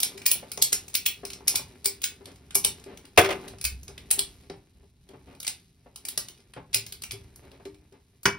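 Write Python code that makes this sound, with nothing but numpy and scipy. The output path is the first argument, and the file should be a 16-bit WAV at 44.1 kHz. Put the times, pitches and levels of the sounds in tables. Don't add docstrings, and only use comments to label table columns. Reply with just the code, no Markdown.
import sys
import numpy as np
from scipy import signal
from scipy.fft import rfft, irfft, next_fast_len
from scipy.io import wavfile

SR = 44100
rng = np.random.default_rng(int(sys.argv[2]) if len(sys.argv) > 2 else 0)


def generate_wav(sig):
    pcm = np.round(np.clip(np.atleast_2d(sig).T, -1, 1) * 32767).astype(np.int16)
    wavfile.write(sys.argv[1], SR, pcm)


N = 369558

# (time [s], level [dB], tilt [dB per octave], top ring relative to the level [dB])
PAWL_CLICKS = [(.002, -23, 4.5, -19), (.0309, -14.5, 2.5, -23), (.177, -37.5, -3.5, -26),
               (.217, -40, -6, -19.5), (.262, -14, 4, -4.5), (.314, -13, 5.5, -12),
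               (.5166, -29, 2.5, -12.5), (0.574, -31, -3, -28), (0.6223, -11, 6.5, -25),
               (.728, -14.5, 3.5, -22), (.8808, -39.5, 2, -16), (.941, -28, 4, -19.5),
               (.951, -16.5, 2.5, -11), (1.0612, -15.5, 1, -11), (1.251, -31.5, 2, -14),
               (1.302, -35.5, 0, -30), (1.332, -35.5, -2, -31), (1.479, -12.5, 4, -26),
               (1.556, -16, 4, -17), (1.844, -31, 4, -9), (1.857, -15, 2.5, -12), (2.017, -34, 2.5, -11),
               (2.039, -18, 0, -17), (2.256, -40, -1.5, -41), (2.507, -40.5, -7, -40),
               (2.5523, -12, 3, -23), (2.647, -12.5, 3, -18.5), (2.8393, -46, -3.5, -40),
               (2.9726, -43, 0.5, -21), (3.052, -47, -3, -24), (3.212, -28, 1, -13),
               (3.482, -41.5, -3, -23), (3.612, -33, -0.5, -21), (3.641, -25, 4, -15),
               (3.65, -18.5, 0, -17), (3.831, -45.5, 1.5, -24), (3.8796, -39, -3.5, -34),
               (3.9783, -38, -6, -31), (4.111, -11, 5.5, -21), (4.1908, -16.5, 3.5, -20),
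               (4.498, -41.5, -8.5, -39), (5.089, -52, -4, -28), (5.4013, -34.5, 4, -20),
               (5.429, -35.5, 3, -22.5), (5.447, -36.5, -4, -24), (5.467, -27, -0.5, -21),
               (5.477, -21, .5, -20), (5.959, -36.5, 2.5, -21.5), (6.051, -31, 2.5, -20),
               (6.085, -26, 4, -18), (6.1755, -20, 1, -22.5), (6.2843, -37.5, -0.5, -20.5),
               (6.536, -44, -8.5, -37), (6.73, -35.5, -0.5, -25.5), (6.744, -13, 3, -19),
               (6.864, -37, 1, -19), (6.923, -33, 1.5, -23), (7.02, -34.5, 1, -26), (7.036, -31, -1, -18),
               (7.109, -30.5, 0, -29), (7.118, -33, .5, -32), (7.359, -46.5, 7.5, -20.5),
               (7.653, -44.5, -5.5, -37), (8.2316, -40, 8, -16)]
# (time [s], level [dB])
LEVER_EFFORT = [(0.0, -57), (0.07, -55), (1.05, -60), (1.49, -57), (2.15, -62), (2.57, -64), (2.78, -59),
                (2.99, -63), (3.2, -64.5), (3.36, -46.5), (3.69, -66), (4.15, -57.5), (4.43, -62.5),
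                (4.67, -71.5), (5.02, -73.5), (5.3, -60), (5.67, -74), (6.25, -60.5), (6.35, -67),
                (6.6, -72.5), (6.74, -64), (7.49, -62), (7.98, -73), (8.38, -72)]
# (frequency [Hz], gain [dB])
FLOOR_SHAPE = [(70, -11.5), (120, -1.5), (185, 0.5), (260, -12.5)]


def undb(db):
    return 10 ** (np.asarray(db) / 20)


def unit(x):
    return x / np.sqrt(np.mean(x ** 2))


def attack_unit(x):
    return x / np.sqrt(np.mean(x[..., :SR // 250] ** 2))


def curve(points, s):
    return np.interp(s, *np.transpose(points))


def lookup(points, hz):
    f, value = np.transpose(points)
    return np.interp(np.log(np.maximum(hz, 1)), np.log(f), value)


def freqs(n):
    return np.arange(n // 2 + 1) * SR / n


def colour(x, points, tilt_db=0):
    n = next_fast_len((x.shape[-1] + 2048) // 2) * 2
    hz = np.maximum(freqs(n), 10)
    below = np.maximum(points[0][0] / hz, 1)
    above = np.maximum(hz / points[-1][0], 1)
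    octaves_outside = np.log2(below * above)
    tilt = tilt_db * np.log2(np.clip(hz, 200, 12000) / 3000)
    db = lookup(points, hz) + tilt - 18 * octaves_outside
    cepstrum = irfft(np.log(undb(db)), n)
    cepstrum[1:n // 2] *= 2
    cepstrum[n // 2 + 1:] = 0
    response = np.exp(rfft(cepstrum))
    return irfft(rfft(x, n) * response, n)[..., :x.shape[-1]]


def fade(t, t60):
    return np.exp(-np.log(1000) * t / t60)


def add(track, s, sound):
    i = max(int(s * SR), 0)
    track[..., i:i + sound.shape[-1]] += sound[..., :max(N - i, 0)]


def diffuse(a, b):
    # (frequency [Hz], likeness [0-1])
    likeness = [(130, 1), (400, 0.91), (800, 0.81), (1400, 0.52), (2200, 0.88), (3000, 0.28), (4800, 0.72),
                (6000, 0.95), (7300, 1), (8600, 0.98), (10300, 0.99), (12000, 0.96), (13500, 0.98),
                (15000, 0.95)]
    like = np.clip(lookup(likeness, freqs(len(a))), 0, 1)
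    mid = irfft(rfft(a) * np.sqrt((1 + like) / 2), len(a))
    side = irfft(rfft(b) * np.sqrt((1 - like) / 2), len(a))
    return np.array([mid + side, mid - side])


def ring(modes, t, scatter_db):
    hz, db, t60 = np.transpose(modes)[:, :, None]
    weight, detune, *phase = rng.standard_normal((4, len(modes), 1))
    size = undb(db + scatter_db * weight)
    waves = np.sin(2 * np.pi * (hz * (1 + 0.0037 * detune) * t + np.array(phase)))
    return (size * fade(t, t60) * waves).sum(1) / np.sqrt(np.sum(size ** 2) / 2)


def crack(t, shape, tilt_db, contact_s, t60):
    burst = rng.standard_normal((2, len(t))) * fade(np.maximum(t - contact_s, 0), t60)
    return attack_unit(colour(burst, shape, tilt_db))


def grains(spread_db):
    struck = rng.random(N) < 1500 / SR
    size = undb(spread_db * np.minimum(rng.exponential(size=N), 6))
    return rng.standard_normal((2, N)) * struck * size


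def waver(rate, depth_db):
    steps = rng.standard_normal(512)
    return undb(depth_db * np.interp(np.arange(N) / SR * rate, np.arange(len(steps)), steps))


def shaking():
    shake_db, shake_t60_s = -38, .5
    out, t = np.zeros(N), np.arange(SR) / SR
    for s, db, *_ in PAWL_CLICKS:
        add(out, s, undb(db + shake_db) * fade(t, shake_t60_s))
    return out


def handling():
    # (frequency [Hz], gain [dB])
    rumble_shape = [(20, -18.5), (40, -9), (62, 1.5), (110, -5), (180, -9.5), (300, -21.5), (600, -49)]
    # (time [s], level [dB])
    rumble_level = [(0.0, -58), (0.07, -60), (1.8, -58.5), (2.05, -60), (2.8, -55), (3.01, -61.5),
                    (3.22, -62.5), (3.34, -57), (3.73, -51.5), (4.43, -56), (4.64, -61), (4.88, -62),
                    (5.34, -57.5), (5.58, -62), (6.16, -64.5), (7.16, -54.5), (8.12, -64.5), (8.38, -64)]
    # (frequency [Hz], gain [dB])
    rubbing_shape = [(120, -10), (220, -1.5), (390, 4), (530, -7), (750, -7), (1300, -14), (2500, -13),
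                     (5000, -32)]
    # (frequency [Hz], gain [dB])
    chatter_shape = [(900, -16), (2300, -3.5), (4000, 1.5), (6000, -2.5), (10500, -2.5), (13000, -6.5),
                     (14300, -14), (15500, -14.5), (16500, -25)]
    rumble_lift_db = 1.5
    floor_db, rub_db, chatter_db = -5.5, -1, -11.5
    chatter_rest_db = -78
    t = np.arange(N) / SR
    effort = undb(curve(LEVER_EFFORT, t)) * waver(rate=14, depth_db=1.5)
    rumble = undb(curve(rumble_level, t) + rumble_lift_db) * waver(rate=9.6, depth_db=0.5)
    low = rumble * unit(colour(rng.standard_normal((2, N)), rumble_shape))
    floor = undb(floor_db) * effort * unit(colour(grains(2.4), FLOOR_SHAPE))
    rub = undb(rub_db) * effort * unit(colour(grains(3.7), rubbing_shape))
    chain_motion = undb(chatter_db) * effort + shaking() + undb(chatter_rest_db)
    chain = chain_motion * unit(colour(grains(1.1), chatter_shape))
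    return diffuse(*(low + floor)), diffuse(*(rub + chain))


def loose_links():
    links_per_s, link_db, spread_db = 3, 9, 3
    when, size = rng.random((int(links_per_s * N / SR), 2)).T
    s = when * N / SR
    db = curve(LEVER_EFFORT, s) + link_db + spread_db * (2 * size - 1)
    return [(at, level_db, -2.5, -26) for at, level_db in zip(s, db)]


def clicks():
    # (frequency [Hz], gain [dB])
    steel_shape = [(1200, -16), (1750, -10), (2400, 0), (3300, 0), (5000, 2.5), (6500, 0), (8000, 1.5),
                   (10500, -0.5), (13000, -4), (14300, -12), (16500, -24.5)]
    # (frequency [Hz], gain [dB], t60 [s])
    pawl_modes = [(2325, -7.5, 0.1), (3555, -8, 0.073), (5230, -9, 0.038), (5860, -4.5, 0.11),
                  (8890, 3.5, 0.14), (9900, -5, 0.057), (10730, 7, 0.067), (10900, -7.5, .05)]
    top_hz = 15480
    top_shape = [(top_hz - 900, -40), (top_hz - 250, -12), (top_hz, 0),
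                 (top_hz + 200, -8), (top_hz + 600, -25), (19000, -60)]
    housing_shape = [(150, -7.0), (400, -3.5), (800, -1.5), (1400, -3), (3000, -22.5)]
    firm_db, firm_knock_db, knock_per_db = -13, -27.5, -0.36
    scuff_lead_s, scuff_db, scuff_above_db = .006, -16.5, -20
    out, t = np.zeros((2, N)), np.arange(SR // 8) / SR
    bite = 1 - np.exp(-t / 0.00027)
    for s, db, tilt_db, ring_db in PAWL_CLICKS + loose_links():
        knock_db = firm_knock_db + knock_per_db * (db - firm_db)
        shape = [(hz, gain_db + 2.9 * rng.standard_normal()) for hz, gain_db in steel_shape]
        steel = crack(t, shape, tilt_db, contact_s=0.0028, t60=0.027)
        modes = undb(-16.0) * ring(pawl_modes, t, scatter_db=4.5)
        top = undb(ring_db) * crack(t, top_shape, 0, contact_s=.001, t60=.06)
        knock = undb(knock_db) * crack(t, housing_shape, 0, contact_s=0.001, t60=0.022)
        if db > scuff_above_db:
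            scuff = crack(t, shape, tilt_db=0.5, contact_s=0.0068, t60=0.053)
            add(out, s - scuff_lead_s, undb(db + scuff_db) * bite * scuff)
        add(out, s, undb(db) * bite * (steel + modes + top + knock))
    return diffuse(*out)


def bumps():
    # (time [s], level [dB], contact [s], hollow ring [dB])
    touches = [(.151, -52.5, 0.0025, 7.5), (.354, -41, 0.0012, -19.5), (.425, -42, 0.011, -15),
               (.574, -37, 0.0049, -9.5), (0.724, -36.5, 0.0023, -14), (1.231, -42, 0.0093, 0),
               (1.405, -47.5, 0.0032, -13), (1.542, -35, 0.0027, -37), (1.594, -39.5, 0.0031, -28),
               (1.857, -51, 0.0059, 10.5), (2.207, -53, .01, 4), (2.264, -52.5, 0.038, -1.5),
               (2.554, -34.5, .005, -3), (2.649, -34.5, 0.0049, -11), (2.86, -50, 0.072, 7.5),
               (3.43, -49.5, 0.045, -8), (3.534, -42.5, 0.0029, -10), (3.887, -53, 0.02, 1),
               (4.177, -45, .0054, 3.5), (4.498, -41, .0079, -1), (4.536, -48.5, .004, -10),
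               (4.827, -64.5, 0.014, 0), (5.09, -59, 0.034, 6), (5.134, -48.5, 0.014, -4),
               (5.27, -55.5, 0.07, -10), (5.859, -52, 0.011, -14.5), (6.175, -37, .0028, -19.5),
               (6.563, -39, 0.017, -10.5), (6.751, -46.5, 0.012, 1), (7.131, -56, 0.016, 12.5),
               (7.422, -57, 0.036, -3), (7.51, -57, 0.043, -13), (7.598, -50, 0.0089, -9),
               (7.656, -46, 0.0082, 10), (7.92, -60, 0.039, 5)]
    # (frequency [Hz], gain [dB])
    scrape_shape = [(700, -8), (1200, -2.5), (2300, -0.5), (3300, -3.5), (5000, -14)]
    scrape_db, scrape_full_s = -9.5, 0.0343
    tap_s, tap_edge_hz, dulling = 0.0032, 910, .17
    floor_db, floor_t60_s = -11, 0.19
    hollow_modes = [(391.5, 3.5, 0.21), (305, -5.5, 0.38), (434, -7.5, 0.11)]  # Hz, dB, t60 s
    out, t = np.zeros((2, N)), np.arange(SR // 4) / SR
    onset = 1 - np.exp(-t / 0.0013)

    def noise(shape):
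        return unit(colour(rng.standard_normal((2, len(t))), shape))

    for s, db, contact_s, hollow_db in touches:
        edge_hz = tap_edge_hz * (tap_s / contact_s) ** dulling
        thud = noise([(130, -8), (edge_hz / 2, 0), (edge_hz, -2), (2 * edge_hz, -14), (4 * edge_hz, -23)])
        scrape = undb(scrape_db) * min(contact_s / scrape_full_s, 1) * noise(scrape_shape)
        touch = fade(np.maximum(t - contact_s, 0), .024 + 2 * contact_s)
        hollow = undb(hollow_db) * ring(hollow_modes, t, scatter_db=-1)
        floor = undb(floor_db) * noise(FLOOR_SHAPE) * fade(t, floor_t60_s)
        add(out, s, undb(db) * onset * (touch * (thud + scrape) + hollow + floor))
    return diffuse(*out)


def bangs(blows, shape, modes, modes_db, t60):
    out, t = np.zeros((2, N)), np.arange(SR // 3) / SR
    for s, db, tilt_db in blows:
        body = crack(t, shape, tilt_db, contact_s=0.0056, t60=t60)
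        ringing = undb(modes_db) * ring(modes, t, scatter_db=-1.5)
        add(out, s, undb(db) * (body + ringing))
    return diffuse(*out)


def eye_slips():
    # (time [s], level [dB], tilt [dB per octave])
    slips = [(3.1755, -9, 1.5), (3.1815, -9.5, -1), (3.187, -17.5, 8), (3.193, -16, -3), (3.245, -21.5, 0),
             (3.258, -27.5, 1), (3.290, -25.5, -1), (3.305, -27, 0), (3.311, -27, -1.5), (3.325, -29, -0.5)]
    # (frequency [Hz], gain [dB])
    eye_shape = [(35, -17), (100, -10.5), (200, -7.5), (265, -11), (330, 4), (390, 5), (700, 4),
                 (1100, -2.5), (2800, -1), (4500, -12), (7000, -15), (12000, -19.5), (16000, -28)]
    # (frequency [Hz], gain [dB], t60 [s])
    eye_modes = [(388, 0.5, 0.53), (465, 1, 0.19), (644, 1, 0.091), (750, -5.5, .1), (844, -4, 0.079),
                 (1120, -1.5, 0.058), (1400, -5.5, 0.085), (1890, -8, 0.11), (2070, -7, 0.12),
                 (2890, -9.5, .09)]
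    return bangs(slips, eye_shape, eye_modes, modes_db=-10.0, t60=0.046)


def thrums():
    # (time [s], level [dB], pitch [Hz], t60 [s])
    notes = [(3.186, -24, 95.2, 0.12), (3.644, -36.5, 62.4, 0.56), (3.721, -37.5, 65.5, 0.59),
             (4.501, -44.5, 167, 0.23), (6.564, -45.5, 125.6, 0.25), (6.754, -41, 109.3, 0.45),
             (7.125, -42.5, 111.1, 0.41), (7.191, -51.5, 83, 0.72), (8.262, -29.5, 111.7, 0.12)]
    out, t = np.zeros(N), np.arange(SR // 2) / SR
    onset = 1 - np.exp(-t / 0.0013)
    for s, db, hz, t60 in notes:
        swing = np.sqrt(2) * np.sin(2 * np.pi * hz * t)
        add(out, s, undb(db) * swing * fade(t, t60) * onset)
    return out


def hook_snaps():
    # (time [s], level [dB], tilt [dB per octave])
    snaps = [(8.2552, -14.5, 1.5), (8.2572, -23, -1), (8.263, -27.5, 1), (8.277, -27, -2)]
    # (frequency [Hz], gain [dB])
    hook_shape = [(50, -3), (120, -0.5), (350, 6), (600, -3.5), (1050, 4), (2300, 3.5), (3000, -1.5),
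                  (4200, -15), (5200, -3.5), (6500, -7.5), (8000, -12.5), (15500, -23.5)]
    # (frequency [Hz], gain [dB], t60 [s])
    hook_modes = [(396.3, -6.5, 0.19), (1006, -2, 0.08), (1558, -0.5, 0.077), (2277, -15, 0.27),
                  (2395, -14, 0.22), (3440, -8, 0.055), (4560, 2, 0.018), (5500, -15, .03), (6270, 1, .03)]
    return bangs(snaps, hook_shape, hook_modes, modes_db=-1, t60=0.036)


def room(x, build_s, wet_db):
    # (frequency [Hz], t60 [s])
    decay = [(80, 0.67), (400, 0.2), (1000, 0.27), (3000, 0.22), (6000, 0.18), (10000, 0.16), (16000, .14)]
    t = np.arange(SR // 2) / SR
    hz = freqs(len(t))
    spectra = rfft(diffuse(*rng.standard_normal((2, len(t)))))
    tail = 0
    for k, (_, t60) in enumerate(decay):
        share = lookup([(f, j == k) for j, (f, _) in enumerate(decay)], hz)
        tail = tail + irfft(spectra * share, len(t)) * fade(t, t60)
    tail = tail * (1 - np.exp(-(t / build_s) ** 2))
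    tail *= undb(wet_db) / np.sqrt(np.sum(tail ** 2) / 2)
    return x + signal.fftconvolve(x[:1], tail, axes=1)[:, :N]


def scene():
    low, rustle = handling()
    hoist = room(clicks(), build_s=0.0079, wet_db=-4.5)
    person = room(bumps() + rustle, build_s=0.0043, wet_db=-4.0)
    eye = room(eye_slips(), build_s=0.0031, wet_db=-8)
    hook = room(hook_snaps(), build_s=0.0052, wet_db=-7.0)
    return low + thrums() + hoist + eye + hook + person


def record(dry):
    # (frequency [Hz], phase [rad])
    port_phase = [(20, 0.5), (500, -.3), (1050, -.9), (2000, 0), (3100, 1.1), (3800, 0), (4900, -.4),
                  (5700, 1), (7300, 3.14), (10300, 5.86), (13500, 9.18), (16000, 12.49)]
    # (frequency [Hz], level [dB])
    port_balance = [(120, -0.5), (280, 1.5), (500, 3), (1000, 1.4), (2000, 0), (4000, -0.56), (8000, 0.1)]
    cutoff_hz = 16300
    hz = freqs(N)
    balance = undb(lookup(port_balance, hz) / 2)
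    lag = np.exp(-1j * lookup(port_phase, hz))
    ports = irfft(rfft(dry) * np.array([balance, lag / balance]), N)
    lowpass = signal.ellip(8, .2, 70, cutoff_hz, fs=SR, output="sos")
    return signal.sosfilt(lowpass, np.tanh(ports))


dry = scene()
out = record(dry)
generate_wav(out)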